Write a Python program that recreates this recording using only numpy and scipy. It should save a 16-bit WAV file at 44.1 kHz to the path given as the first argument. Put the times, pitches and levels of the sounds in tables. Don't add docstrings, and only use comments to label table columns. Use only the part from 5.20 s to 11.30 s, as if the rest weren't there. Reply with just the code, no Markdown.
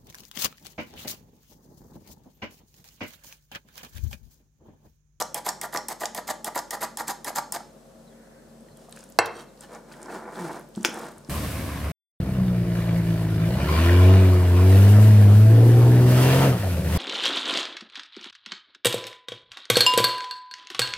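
import sys
import numpy as np
from scipy import signal
from scipy.fft import rfft, irfft, next_fast_len
from scipy.io import wavfile
from scipy.ndimage import uniform_filter1d

SR = 44100
rng = np.random.default_rng(int(sys.argv[2]) if len(sys.argv) > 2 else 0)


def materialize(psi):
    bounded = np.clip(np.atleast_2d(psi).T, -1, 1)
    quanta = np.round(bounded * 32767).astype(np.int16)
    wavfile.write(sys.argv[1], SR, quanta)


def how_loud(loudness_db):
    steps = np.asarray(loudness_db, float) / 20
    return 10 ** steps


N = 268833
TIME = np.arange(N) / SR


def rms_one(x):
    return x / np.sqrt(np.mean(x ** 2) + 1e-20)


def peak_at(x, db):
    return x * how_loud(db) / np.max(np.abs(x))


def at_hz(points, hz):
    table_hz, value = np.array(points).T
    return np.interp(np.log(np.maximum(hz, 1)), np.log(table_hz), value)


def colour(x, spectrum):
    count = x.shape[-1]
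    size = next_fast_len(count)
    gain = how_loud(at_hz(spectrum, np.fft.rfftfreq(size, 1 / SR)))
    return rms_one(irfft(rfft(x, size) * gain, size)[..., :count])


def drift(rate):
    r = np.exp(-2 * np.pi * rate / SR)
    return rms_one(signal.lfilter([1], [1, -2 * r, r * r], rng.standard_normal(N + SR))[SR:])


def resonate(x, hz, width):
    r = np.exp(-np.pi * width / SR)
    top = np.array([1, 0, -1]) * (1 - r * r) / 2
    return signal.lfilter(top, [1, -2 * r * np.cos(2 * np.pi * hz / SR), r * r], x)


def high_pass(x, hz, order=2):
    return signal.sosfilt(signal.butter(order, hz, "high", fs=SR, output="sos"), x)


def grains(per_s, spread_db):
    hits = rng.random(N) < per_s / SR
    size = how_loud(spread_db * np.minimum(rng.exponential(1, N), 4))
    return hits * size * rng.choice([-1, 1], N) + 1e-9


def burst(t60, rise):
    t = TIME[:4096]
    return rng.standard_normal(4096) * how_loud(-60 * t / t60) * (1 - np.exp(-t / rise))


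def crack(spectrum, t60):
    return colour(rng.standard_normal(4096), spectrum) * how_loud(-60 * TIME[:4096] / t60)


def modes(table, db):
    t = TIME[:SR // 2]
    return sum(how_loud(db + level_db - 60 * t / t60) * np.sin(2 * np.pi * hz * t) * rng.choice([-1, 1])
               for hz, level_db, t60 in table)


def add(out, s, sound):
    i = round(s * SR)
    out[i:i + len(sound)] += sound[:N - i]


# (frequency [Hz], width [Hz], level [dB])
CAN_MODES = [(335, 220, -12), (510, 72, -6), (631, 150, -4.5), (724, 75, 0), (791, 111, 2), (854, 64, 4.5),
             (890, 78, 1.5), (992, 88, -1), (1113, 79, -9), (1200, 78, -6.5), (1334, 130, -10),
             (1420, 115, -9.5), (1636, 164, -13.5), (1876, 144, -10.5), (2062, 156, -12.5),
             (2160, 730, -28)]


def can(force, upper_db):
    upper = np.array(CAN_MODES)[:, 0] > 1150
    gains = how_loud(2.0 * rng.standard_normal(len(CAN_MODES)) + upper_db * upper)
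    return sum((-1) ** k * gains[k] * how_loud(db) * resonate(force, hz, width)
               for k, (hz, width, db) in enumerate(CAN_MODES))


# (time [s], full speed after [s], length [s], effort [dB])
STROKES = [(0.0, 0.0016, 0.025, -25), (0.144, 0.026, 0.046, -30), (0.249, 0.036, 0.053, -29),
           (0.413, 0.026, 0.046, -29.5), (0.525, 0.029, 0.064, -32), (0.684, 0.028, 0.045, -29.5),
           (0.8, 0.012, 0.066, -33), (0.9473, 0.021, 0.052, -31), (1.073, 0.034, 0.046, -27.5),
           (1.2442, 0.033, 0.04, -28), (1.348, 0.023, 0.049, -29.5), (1.507, 0.036, 0.047, -28),
           (1.607, 0.027, 0.046, -28), (1.7716, 0.03, 0.049, -29), (1.873, 0.024, 0.046, -27.5),
           (2.0448, 0.037, 0.054, -28.5), (2.152, 0.022, 0.043, -28), (2.3217, 0.025, 0.049, -31)]
START_SPEED = (.55, .2)


def shaken_can():
    release_db = (0.5, -2)
    out, t = np.zeros(N), TIME[:8192]
    catches = grains(1600, 3.4) * how_loud(2.0 * drift(70))
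    for k, (s, crest, length, db) in enumerate(STROKES):
        moments = [0, .005, crest - .012, crest, length, length + .008]
        swing = np.array([0, .3 * START_SPEED[k % 2], .5, .85, .35, 0])
        shake = np.interp(t, moments, how_loud(db) * swing)
        shaken = can(shake * catches[round(s * SR):][:8192], upper_db=1)
        even = np.linalg.norm(shake) / np.linalg.norm(shaken)
        add(out, s, shaken * even * how_loud(release_db[k % 2]))
    return out


# (frequency [Hz], level [dB per Hz])
MESH_SPECTRUM = [(1470, 3), (2500, -12), (3100, -7.5), (4790, -6), (5710, -15), (6180, -6.5), (10400, -6.5),
                 (11900, 0), (15700, -13), (16000, -20), (16700, -60)]
# (frequency [Hz], width [Hz], level [dB])
WIRE_RINGS = [(3700, 880, -27), (4750, 4500, -2.5), (5260, 610, -2), (6300, 2900, -2.5), (7700, 440, -2.5)]


def mesh_rasp():
    below_can_db = (-5.5, -7.5)
    fade_s, trickle = 0.012, 0.15
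    hiss = np.zeros(N)
    for k, (s, crest, length, db) in enumerate(STROKES):
        moments = s + np.array([-.004, .002, crest, length, length + 0.0029, length + fade_s])
        speed = np.array([0, START_SPEED[k % 2], 1.1, .55, trickle, 0])
        hiss += np.interp(TIME, moments, how_loud(db + below_can_db[k % 2]) * speed)
    rasp = colour(grains(7000, 3.0), MESH_SPECTRUM)
    ringing = sum(how_loud(db + 1.0 + 3.9 * drift(60)) * resonate(rasp, hz, width) for hz, width, db in WIRE_RINGS)
    return hiss * how_loud(1.6 * drift(110)) * rms_one(1.13 * rasp + ringing)


def snap(db, hz, thump_db, t60):
    puff = burst(t60, .0006)
    edge = signal.lfilter([1, -1], [1], puff) * (.3 if hz > 7300 else .05)
    bright = edge + resonate(resonate(puff, hz * 0.86, 2800), hz * 1.19, 4900)
    nudge = can(burst(0.01, 0.00055), upper_db=-3.0)
    return peak_at(bright, db) + peak_at(nudge, db + thump_db)


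# (time [s], peak level [dB], pitch [Hz])
WIRE_SNAGS = [(0.0228, -17, 6200), (0.2495, -37, 7840), (0.2632, -20, 12000), (0.289, -13.5, 6300),
              (0.5405, -20.5, 11800), (0.5604, -21.5, 6640), (0.5729, -15, 5800), (0.807, -25, 7720),
              (0.8135, -29, 7200), (0.8557, -15, 6300), (0.8557, -21.5, 3600), (0.9767, -25.5, 4620),
              (1.078, -23, 7700), (1.353, -37, 5050), (1.3568, -18.5, 12100), (1.3765, -20.5, 6950),
              (1.3894, -19, 6140), (0.012, -28, 5000), (0.5277, -45, 4430), (1.1023, -26, 6500),
              (1.2755, -36, 5950), (1.8035, -35, 5600), (2.1844, -22, 6400), (2.361, -26, 4750),
              (1.617, -21, 11500), (1.6377, -23, 9600), (1.8806, -14.5, 8750), (2.0792, -24, 7350),
              (2.159, -14, 8400)]


def wire_snags():
    out = np.zeros(N)
    for s, db, hz in WIRE_SNAGS:
        add(out, s, snap(db, hz, thump_db=-15, t60=.009))
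    return out


# (time [s], peak level [dB])
SEAM_JOLTS = [(0.0146, -11.5), (0.168, -53), (0.265, -13.5), (0.282, -19), (0.44, -23), (0.53, -23.5),
              (0.547, -15), (0.559, -15), (0.716, -31), (0.834, -13.5), (0.984, -20), (1.089, -14.5),
              (1.104, -12.5), (1.112, -20), (0.885, -36), (2.193, -33), (1.276, -25.5), (1.361, -13.5),
              (1.376, -19.5), (1.544, -22), (1.623, -18.5), (1.637, -19), (1.804, -16.5), (1.904, -19),
              (2.071, -19), (2.084, -25), (2.172, -23.5), (2.184, -9.5), (2.361, -19.5), (0.817, -22.5),
              (0.854, -26), (0.973, -29), (1.351, -27), (1.532, -22), (1.57, -28), (1.89, -21),
              (2.157, -22), (2.347, -24), (2.192, -20.5), (1.796, -21), (0.71, -26), (0.436, -26),
              (0.254, -32), (1.284, -23)]


def seam_jolts():
    out = np.zeros(N)
    for s, db in SEAM_JOLTS:
        add(out, s, peak_at(can(burst(0.005, 0.0003), upper_db=3.0), db - 5))
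    return out


# (frequency [Hz], width [Hz], level [dB])
LEVER_RING = [(847, 38, -1), (1860, 71, -5.5), (3250, 260, -10.5), (5300, 180, -3)]
LEVER_SNAP_DB = [1.5, -3, 0, -3.5, 0, -2.5, -3, -4, 0]


def lever():
    out = np.zeros(N)
    for (s, *_), snap_db in zip(STROKES[1::2], LEVER_SNAP_DB):
        puff = burst(0.021, 0.0034)
        ring = sum(how_loud(db + 4.6 * rng.standard_normal()) * rms_one(resonate(puff, hz, width))
                   for hz, width, db in LEVER_RING)
        add(out, s, peak_at(ring, -26.5 + .5 * snap_db))
        add(out, s, snap(-14 + snap_db, hz=9300, thump_db=-20, t60=.014))
    return out


# (time [s], peak level [dB], pitch [Hz])
SPRING_CREAKS = [(0.255, -38, 1990), (0.413, -33.5, 1930), (0.545, -38, 1950), (0.808, -40, 2060),
                 (1.075, -40, 2000), (1.347, -34, 1980), (1.352, -36, 1980), (1.603, -47, 2090),
                 (1.611, -34, 1990), (1.874, -35, 1990), (2.154, -44, 1960), (2.361, -30.5, 2050),
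                 (0.265, -36, 2010)]


def spring():
    out = np.zeros(N)
    for s, db, hz in SPRING_CREAKS:
        creak = resonate(burst(0.021, 0.003), hz, 180)
        add(out, s, peak_at(resonate(creak, hz, 530), db))
    return out


def sifter():
    return shaken_can() + mesh_rasp() + wire_snags() + seam_jolts() + lever() + spring()


# (frequency [Hz], likeness [0-1])
AIR_LIKENESS = [(30, 0.11), (80, 0.42), (240, 0.88), (950, 0.21), (3770, 0.28), (15000, 0.36)]


def room_air():
    size = next_fast_len(N)
    alike = np.clip(at_hz(AIR_LIKENESS, np.fft.rfftfreq(size, 1 / SR)), 0, .99)
    mid, side = rfft(rng.standard_normal((2, size)))
    return irfft(np.sqrt(1 + alike) * mid + np.sqrt(1 - alike) * side * [[1], [-1]], size)[:, :N]


# (frequency [Hz], level [dB])
HUM_TONES = [(48.4, -65), (145.3, -64), (226.1, -59.5), (344.5, -75), (538.3, -65.5), (640.6, -68.5)]
# (frequency [Hz], width [Hz], level [dB])
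FAN_WHISTLES = [(4151, 60, -84), (7913, 120, -86)]


def appliance(air):
    out = np.zeros(N)
    for hz, db in HUM_TONES:
        waver_db = (hz > 60) * 3.5 * drift(7)
        out += how_loud(db + 3 + waver_db) * np.sin(2 * np.pi * hz * TIME + 6 * rng.random())
    for hz, width, db in FAN_WHISTLES:
        out += how_loud(db) * rms_one(resonate(resonate(air[0], hz, width), hz, width))
    return out


# (time [s], peak level [dB], pitch [Hz], t60 [s])
BUMPS = [(2.104, -17, 720, 0.01), (2.13, -33, 990, 0.013), (3.485, -51.5, 1900, 0.023),
         (5.16, -39, 400, 0.013), (4.44, -39, 870, 0.027), (2.405, -30, 800, 0.033), (3.501, -45, 90, 0.12),
         (3.685, -39, 707, 0.034), (3.773, -30.5, 1500, 0.0071), (3.726, -42.5, 1700, 0.013),
         (3.829, -43.5, 1450, 0.017), (4.049, -43, 90, 0.15), (4.285, -62, 4050, 0.1),
         (4.29, -64, 3750, 0.098), (5.96, -45, 95, 0.15), (4.445, -47, 1750, 0.054),
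         (4.529, -43, 980, 0.044), (4.51, -47, 1000, 0.018), (4.545, -44, 810, 0.03),
         (4.9, -46, 2600, 0.037), (4.716, -40.5, 1500, 0.024), (4.739, -38, 1900, 0.014),
         (4.695, -44, 1400, 0.013), (3.989, -32.5, 98, 0.12), (5.57, -18.5, 206, 0.078),
         (5.577, -29, 820, 0.013), (5.597, -25, 216, 0.093), (5.685, -22, 298, 0.034),
         (6.088, -19, 210, 0.034)]


def counter():
    out = np.zeros(N)
    for s, db, hz, t60 in BUMPS:
        soft_start = np.minimum(TIME[:SR // 2] * hz, 1)
        add(out, s, modes([(hz, 0, t60), (1.68 * hz, -8, t60)], db) * soft_start)
    thud_hz, thud_t60_s = 109, 0.011
    for (s, db), thud_db in zip(CAN_LANDING + GLASS_KNOCK, (-51, -18)):
        add(out, s, modes([(thud_hz, 0, thud_t60_s), (0.28 * thud_hz, -3, thud_t60_s)], db + thud_db))
    add(out, 5.16, bowl_judder())
    return out


def bowl_judder():
    length_s, slip_hz, sag_hz_per_s = 0.14, 204.5, 346
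    t = TIME[:round(length_s * SR)]
    turn = 2 * np.pi * np.cumsum(slip_hz - sag_hz_per_s * t + 6 * drift(27)[:len(t)]) / SR
    steps = np.sin(turn) + 0.71 * np.sin(2 * turn) + 0.064 * np.sin(3 * turn)
    return how_loud(-32) * np.sin(np.pi * t / length_s) * steps


# (time [s], level [dB])
TRAFFIC_SWELL = [
    (2.75, -89),
    (2.95, -67),
    (3.2, -65.5),
    (3.45, -88),
    (3.7, -94),
]


def traffic(air):
    tyres = rms_one(resonate(resonate(air[::-1], 1650, 930), 1530, 690))
    return how_loud(np.interp(TIME, *np.transpose(TRAFFIC_SWELL))) * tyres


# (time [s], length [s], start [Hz], end [Hz], level [dB])
BIRD_CHIRPS = [
    (2.855, .05, 4150, 3750, -62),
    (2.9, .045, 3500, 3150, -65),
    (3.495, .055, 4600, 3900, -64),
    (3.55, .045, 3500, 3100, -64),
]


def bird():
    out = np.zeros(N)
    for s, length, start_hz, end_hz, db in BIRD_CHIRPS:
        count = round(length * SR)
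        hz = np.linspace(start_hz, end_hz, count) + 90 * drift(300)[:count]
        add(out, s, how_loud(db) * np.hanning(count) * np.sin(2 * np.pi * np.cumsum(hz) / SR))
    return out


# (frequency [Hz], level [dB per Hz])
FLOOR_SPECTRUM = [(28, -29), (60, -28), (80, -3.5), (137, -18.5), (173, 3), (343, -5.5), (368, -3),
                  (549, -1.5), (781, -9), (879, -10.5), (2310, -25), (8040, -24), (15500, -34),
                  (16700, -62)]


def background():
    air = room_air()
    steady = how_loud(-49 - 3.5) * colour(air, FLOOR_SPECTRUM) + appliance(air) + bird()
    return steady * how_loud([[.6], [-.6]]) + traffic(air)


# (time [s], peak level [dB], pitch [Hz])
SMALL_TICKS = [(3.4077, -49, 8500), (3.5712, -41.5, 9300), (3.694, -43, 9150), (3.7105, -42, 13000),
               (3.7242, -33.5, 7900), (3.763, -37, 8500), (3.806, -36.5, 6950), (3.839, -36, 8000),
               (3.89, -42, 8100), (3.9, -39, 12500), (3.922, -41, 7260), (3.79, -40, 7400),
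               (3.83, -44, 5300), (3.725, -36.5, 3700), (4.375, -49, 4300), (4.408, -29.5, 8300),
               (4.5484, -38, 6600), (4.722, -43, 4330), (4.8165, -41, 7200), (4.8293, -31.5, 7700),
               (4.8586, -37, 6200), (5.156, -40, 3500), (5.236, -47, 8340), (5.551, -39, 4000),
               (5.559, -35, 7100), (5.609, -42, 5800), (5.695, -36, 10500), (5.742, -29, 8500),
               (5.792, -35, 11500), (5.84, -40, 3200), (5.918, -47, 10800), (5.63, -31, 8300),
               (5.488, -49, 13300), (5.395, -40, 10000), (5.41, -45, 13000), (5.2, -45, 7600),
               (6.088, -40, 8500), (5.855, -41, 7960), (5.975, -46.5, 1240), (4.562, -52, 3700),
               (5.981, -37, 8600), (6.0476, -41.5, 5150)]


def small_ticks():
    out = np.zeros(N)
    for s, db, hz in SMALL_TICKS:
        puff = burst(.009, .0003)
        body = resonate(resonate(puff, hz, 0.56 * hz), hz, 0.56 * hz)
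        add(out, s, peak_at(body + 0.016 * np.diff(puff, prepend=0), db))
    return out


# (deepest time [s], lead-in [s], run-out [s], drag level [dB], crumbs over drag [dB])
SPOON_STROKES = [(3.6, 0.071, 0.14, -72, 13), (3.73, 0.051, 0.39, -72.5, 16), (4.2, 0.13, 0.076, -44, -8),
                 (4.437, 0.073, 0.046, -59.5, 8.5), (4.537, 0.09, 0.098, -43.5, -12),
                 (4.723, 0.064, 0.11, -65, 9.5), (4.81, 0.043, 0.087, -57, -6),
                 (4.941, 0.15, 0.12, -41.5, -8.5), (5.09, 0.62, 0.1, -42, -21),
                 (5.211, 0.15, 0.29, -37, -9.5), (5.39, 0.23, 0.055, -50.5, -14),
                 (5.57, 0.05, 0.66, -70.5, 15.5), (5.802, 0.2, 0.21, -37, -13),
                 (6.1, 0.14, .05, -59.5, -3.5)]


def stirring():
    drag, crumbs = 0, 0
    for s, lead, run_out, db, crumb_db in SPOON_STROKES:
        away = np.abs(TIME - s) / np.where(TIME < s, lead, run_out)
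        loss_db = -28.5 * away ** 1.75
        drag = drag + how_loud(db + loss_db)
        crumbs = crumbs + how_loud(db + crumb_db + 1.13 * loss_db)
    return drag, crumbs


# (frequency [Hz], level [dB per Hz])
RUMBLE_SPECTRUM = [(71, -35), (120, -40), (152, -4), (349, -3.5), (420, -12), (485, -0.5), (525, -8.5),
                   (1550, -11.5), (1750, -13.5), (2300, -23), (2900, -43), (3640, -66.5), (6160, -120)]
# (frequency [Hz], width [Hz], level [dB])
DRAG_MODES = [(379, 34, 6), (643, 71, 2.5), (870, 170, 3), (1417, 45, 1.5), (2300, 170, -0.5)]
# (frequency [Hz], level [dB per Hz])
CRUMB_SPECTRUM = [(1470, 0), (2500, -11.5), (2710, -5.5), (5500, -8.5), (7000, -10), (8600, -10),
                  (11800, -17.5), (15300, -20), (16300, -8), (16700, -75)]


def dragged_crumbs():
    drag_gain, crumb_gain = stirring()
    drag = colour(grains(1800, 3.0), RUMBLE_SPECTRUM)
    woken = sum(how_loud(db + 1.5 * drift(20)) * resonate(drag, hz, width) for hz, width, db in DRAG_MODES)
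    rumble = how_loud(1.0 * drift(22.0) + 0.5 * drift(52)) * rms_one(0.9 * drag + woken)
    crackle = colour(resonate(grains(700, 2.0), 9100, 7800), CRUMB_SPECTRUM) * 0.5
    crackle = crackle + colour(rng.standard_normal(N), CRUMB_SPECTRUM) * 0.88
    return drag_gain * rumble + crumb_gain * how_loud(1.8 * drift(40)) * crackle


# (time [s], peak level [dB])
GLASS_KNOCK = [
    (5.6485, -9.5),
]
# (frequency [Hz], level [dB per Hz])
KNOCK_SPECTRUM = [(120, -23), (350, 10), (600, 10.5), (1400, -2), (2400, 8), (2900, -17), (3500, -7),
                  (4300, -16), (5100, 3.5), (6100, 1), (7300, -20), (8200, -22), (12500, -30), (15800, -24),
                  (16800, -38)]
# (frequency [Hz], width [Hz], level [dB])
SPOON_SHIVER = [(1500, 700, -17), (3450, 500, -19), (5100, 500, -12), (5850, 700, -11), (7100, 800, -15),
                (9300, 900, -21)]
# (frequency [Hz], level [dB], t60 [s])
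BOWL_MODES = [(248, -7, 0.088), (348, -0.5, 0.091), (870, -3.5, 0.1), (1470, 11.5, 0.011),
              (2280, 6.5, 0.011), (3440, 9.5, 0.0081)]
# (time after knock [s], level [dB])
SLIDE_TAPS = [
    (-.005, -18),
    (.009, -6.5),
    (0.027, -16),
]


def glass_knock():
    out = np.zeros(N)
    for s, db in GLASS_KNOCK:
        add(out, s, peak_at(crack(KNOCK_SPECTRUM, .004), db + 3))
        add(out, s, peak_at(crack(KNOCK_SPECTRUM, 0.073), db - 20.0))
        for hz, width, shiver_db in SPOON_SHIVER:
            add(out, s, peak_at(resonate(burst(.085, .0002), hz, width), db + shiver_db))
        add(out, s, peak_at(resonate(burst(0.0024, .0001), 16000, 5000), db - 3.5))
        add(out, s, modes(BOWL_MODES, db - 12.0))
        for after_s, tap_db in SLIDE_TAPS:
            add(out, s + after_s, peak_at(crack(KNOCK_SPECTRUM, 0.012), db + tap_db))
    return out


def spoon():
    return small_ticks() + dragged_crumbs() + glass_knock()


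# (time [s], peak level [dB])
CAN_LANDING = [
    (3.9884, 3),
]
# (frequency [Hz], level [dB], t60 [s])
HELD_MODES = [(357, -3, 0.08), (461, 4, 0.07), (560, 0, 0.04), (660, 6, 0.05), (845, 1, 0.037),
              (1130, 3, 0.025), (1460, 6, 0.03), (1762, 0, 0.05), (2117, 2.5, 0.06), (2660, 0, 0.035),
              (2760, -8, 0.05), (4030, -2, 0.032), (4400, -8, 0.05), (5050, 3, 0.012), (5770, -8, 0.054),
              (6920, -11, 0.06), (7860, -9, 0.07), (9650, -15.5, 0.059), (11180, -14, 0.036)]
# (frequency [Hz], level [dB], t60 [s])
PLATE_MODES = [(460, -15.5, .45), (662, -18, .4), (1109, -25, .5), (1066, -21, .45), (1270, -24, .6),
               (1475, -25, .55), (1575, -25, .6), (1868, -28, .5), (2119, -22, .52), (2643, -24, .48),
               (2705, -25, .52), (3228, -30, .5), (824, -22, .35), (4420, -35, .7), (918, -21, .42),
               (5771, -31, .45), (8560, -46, .8), (3849, -38, .6)]
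# (frequency [Hz], level [dB per Hz])
LANDING_SPECTRUM = [(100, -45), (280, -20), (500, 5.5), (2600, -8.5), (2950, -22), (4000, -15), (9000, -18),
                    (15500, -30), (16700, -38)]
# (frequency [Hz], level [dB per Hz])
SHUDDER_SPECTRUM = [(200, -36), (400, 0), (900, 0), (1600, -3), (2500, -12), (2900, -28), (5500, -30),
                    (16000, -54)]


def landing():
    out, t = np.zeros(N), TIME[:SR // 2]
    for s, db in CAN_LANDING:
        chatter = how_loud(3.0 * drift(45)[:len(t)])
        settling = 1 - np.exp(-t / .001)
        blow = (modes(HELD_MODES, 0) + chatter * modes(PLATE_MODES, 0)) * settling
        blow[:4096] += peak_at(crack(LANDING_SPECTRUM, 0.0076), 17.1)
        shudder = colour(rng.standard_normal(len(t)), SHUDDER_SPECTRUM) * how_loud(-60 * t / .48)
        blow += peak_at(shudder, -5.5)
        add(out, s, peak_at(blow, db))
    slide = grains(1200, 4.7)[:round(0.12 * SR)]
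    woken = sum(rms_one(resonate(slide, hz, 90)) for hz, *_ in PLATE_MODES if hz > 3000)
    add(out, 4.12, how_loud(-51) * np.hanning(len(slide)) * rms_one(woken))
    bounce_s, bounce_db = 4.0578, -25
    add(out, bounce_s, peak_at(resonate(burst(0.073, 0.00059), 3600, 2200), bounce_db - 6))
    add(out, bounce_s, peak_at(resonate(burst(0.015, 0.00049), 10000, 4000), bounce_db - 3))
    return out


# (frequency [Hz], t60 [s])
ROOM_T60 = [(150, 0.64), (1000, 0.38), (3000, 0.34), (6000, 0.38), (12000, 0.14)]


def kitchen(x, wet_db):
    t, tail = TIME[:SR * 2 // 3], 0
    edges = 90 * 2 ** np.arange(0, 7.7, .7)
    for low, high in zip(edges, edges[1:]):
        band = signal.butter(2, [low, high], "band", fs=SR, output="sos")
        mid, side = signal.sosfilt(band, rng.standard_normal((2, len(t))))
        decay = how_loud(-60 * t / at_hz(ROOM_T60, np.sqrt(low * high)))
        tail = tail + (mid + 0.31 * side * [[1], [-1]]) * decay
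    tail = rfft(tail * (1 - np.exp(-t / 0.00024)))
    fine, broad = (uniform_filter1d(np.abs(tail) ** 2, size=bins) for bins in (80, 1200))
    tail = irfft(tail * np.sqrt(broad / fine), len(t))[:, :-SR // 8]
    tail = tail / np.sqrt(np.sum(tail ** 2) / 2)
    return how_loud(wet_db) * signal.fftconvolve(x[None], tail, axes=1)[:, :N]


def place(x, pan_db):
    bright = high_pass(x, 1200, order=1)
    bounce = .18 * np.roll(bright, 37) - .18 * np.roll(bright, 113) + .14 * np.roll(bright, 211)
    return (x + bounce * [[1], [-1]]) * how_loud([[pan_db], [-pan_db]])


def scene():
    worked = high_pass(sifter(), 170)
    stirred = spoon() + counter()
    dropped = high_pass(landing(), 240)
    direct = place(worked, pan_db=-0.15) + place(dropped, pan_db=-0.5) + place(stirred, pan_db=-0.1)
    muffled = signal.sosfilt(signal.butter(2, 3200, fs=SR, output="sos"), dropped) + 0.078 * dropped
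    wet = kitchen(worked * how_loud(-9.0) + muffled * how_loud(-9.0) + stirred * how_loud(-10.5), wet_db=-1.0)
    return high_pass(direct + wet, 90) + background()


def roll_off(x):
    return signal.sosfilt(signal.butter(12, 16830, fs=SR, output="sos"), x)


def record(dry):
    held = dry / (1 + (dry / .88) ** 8) ** (1 / 8)
    finished = signal.sosfilt(signal.cheby2(10, 60, 16900, fs=SR, output="sos"), held)
    return roll_off(finished)


dry = scene()
out = record(dry)
materialize(out)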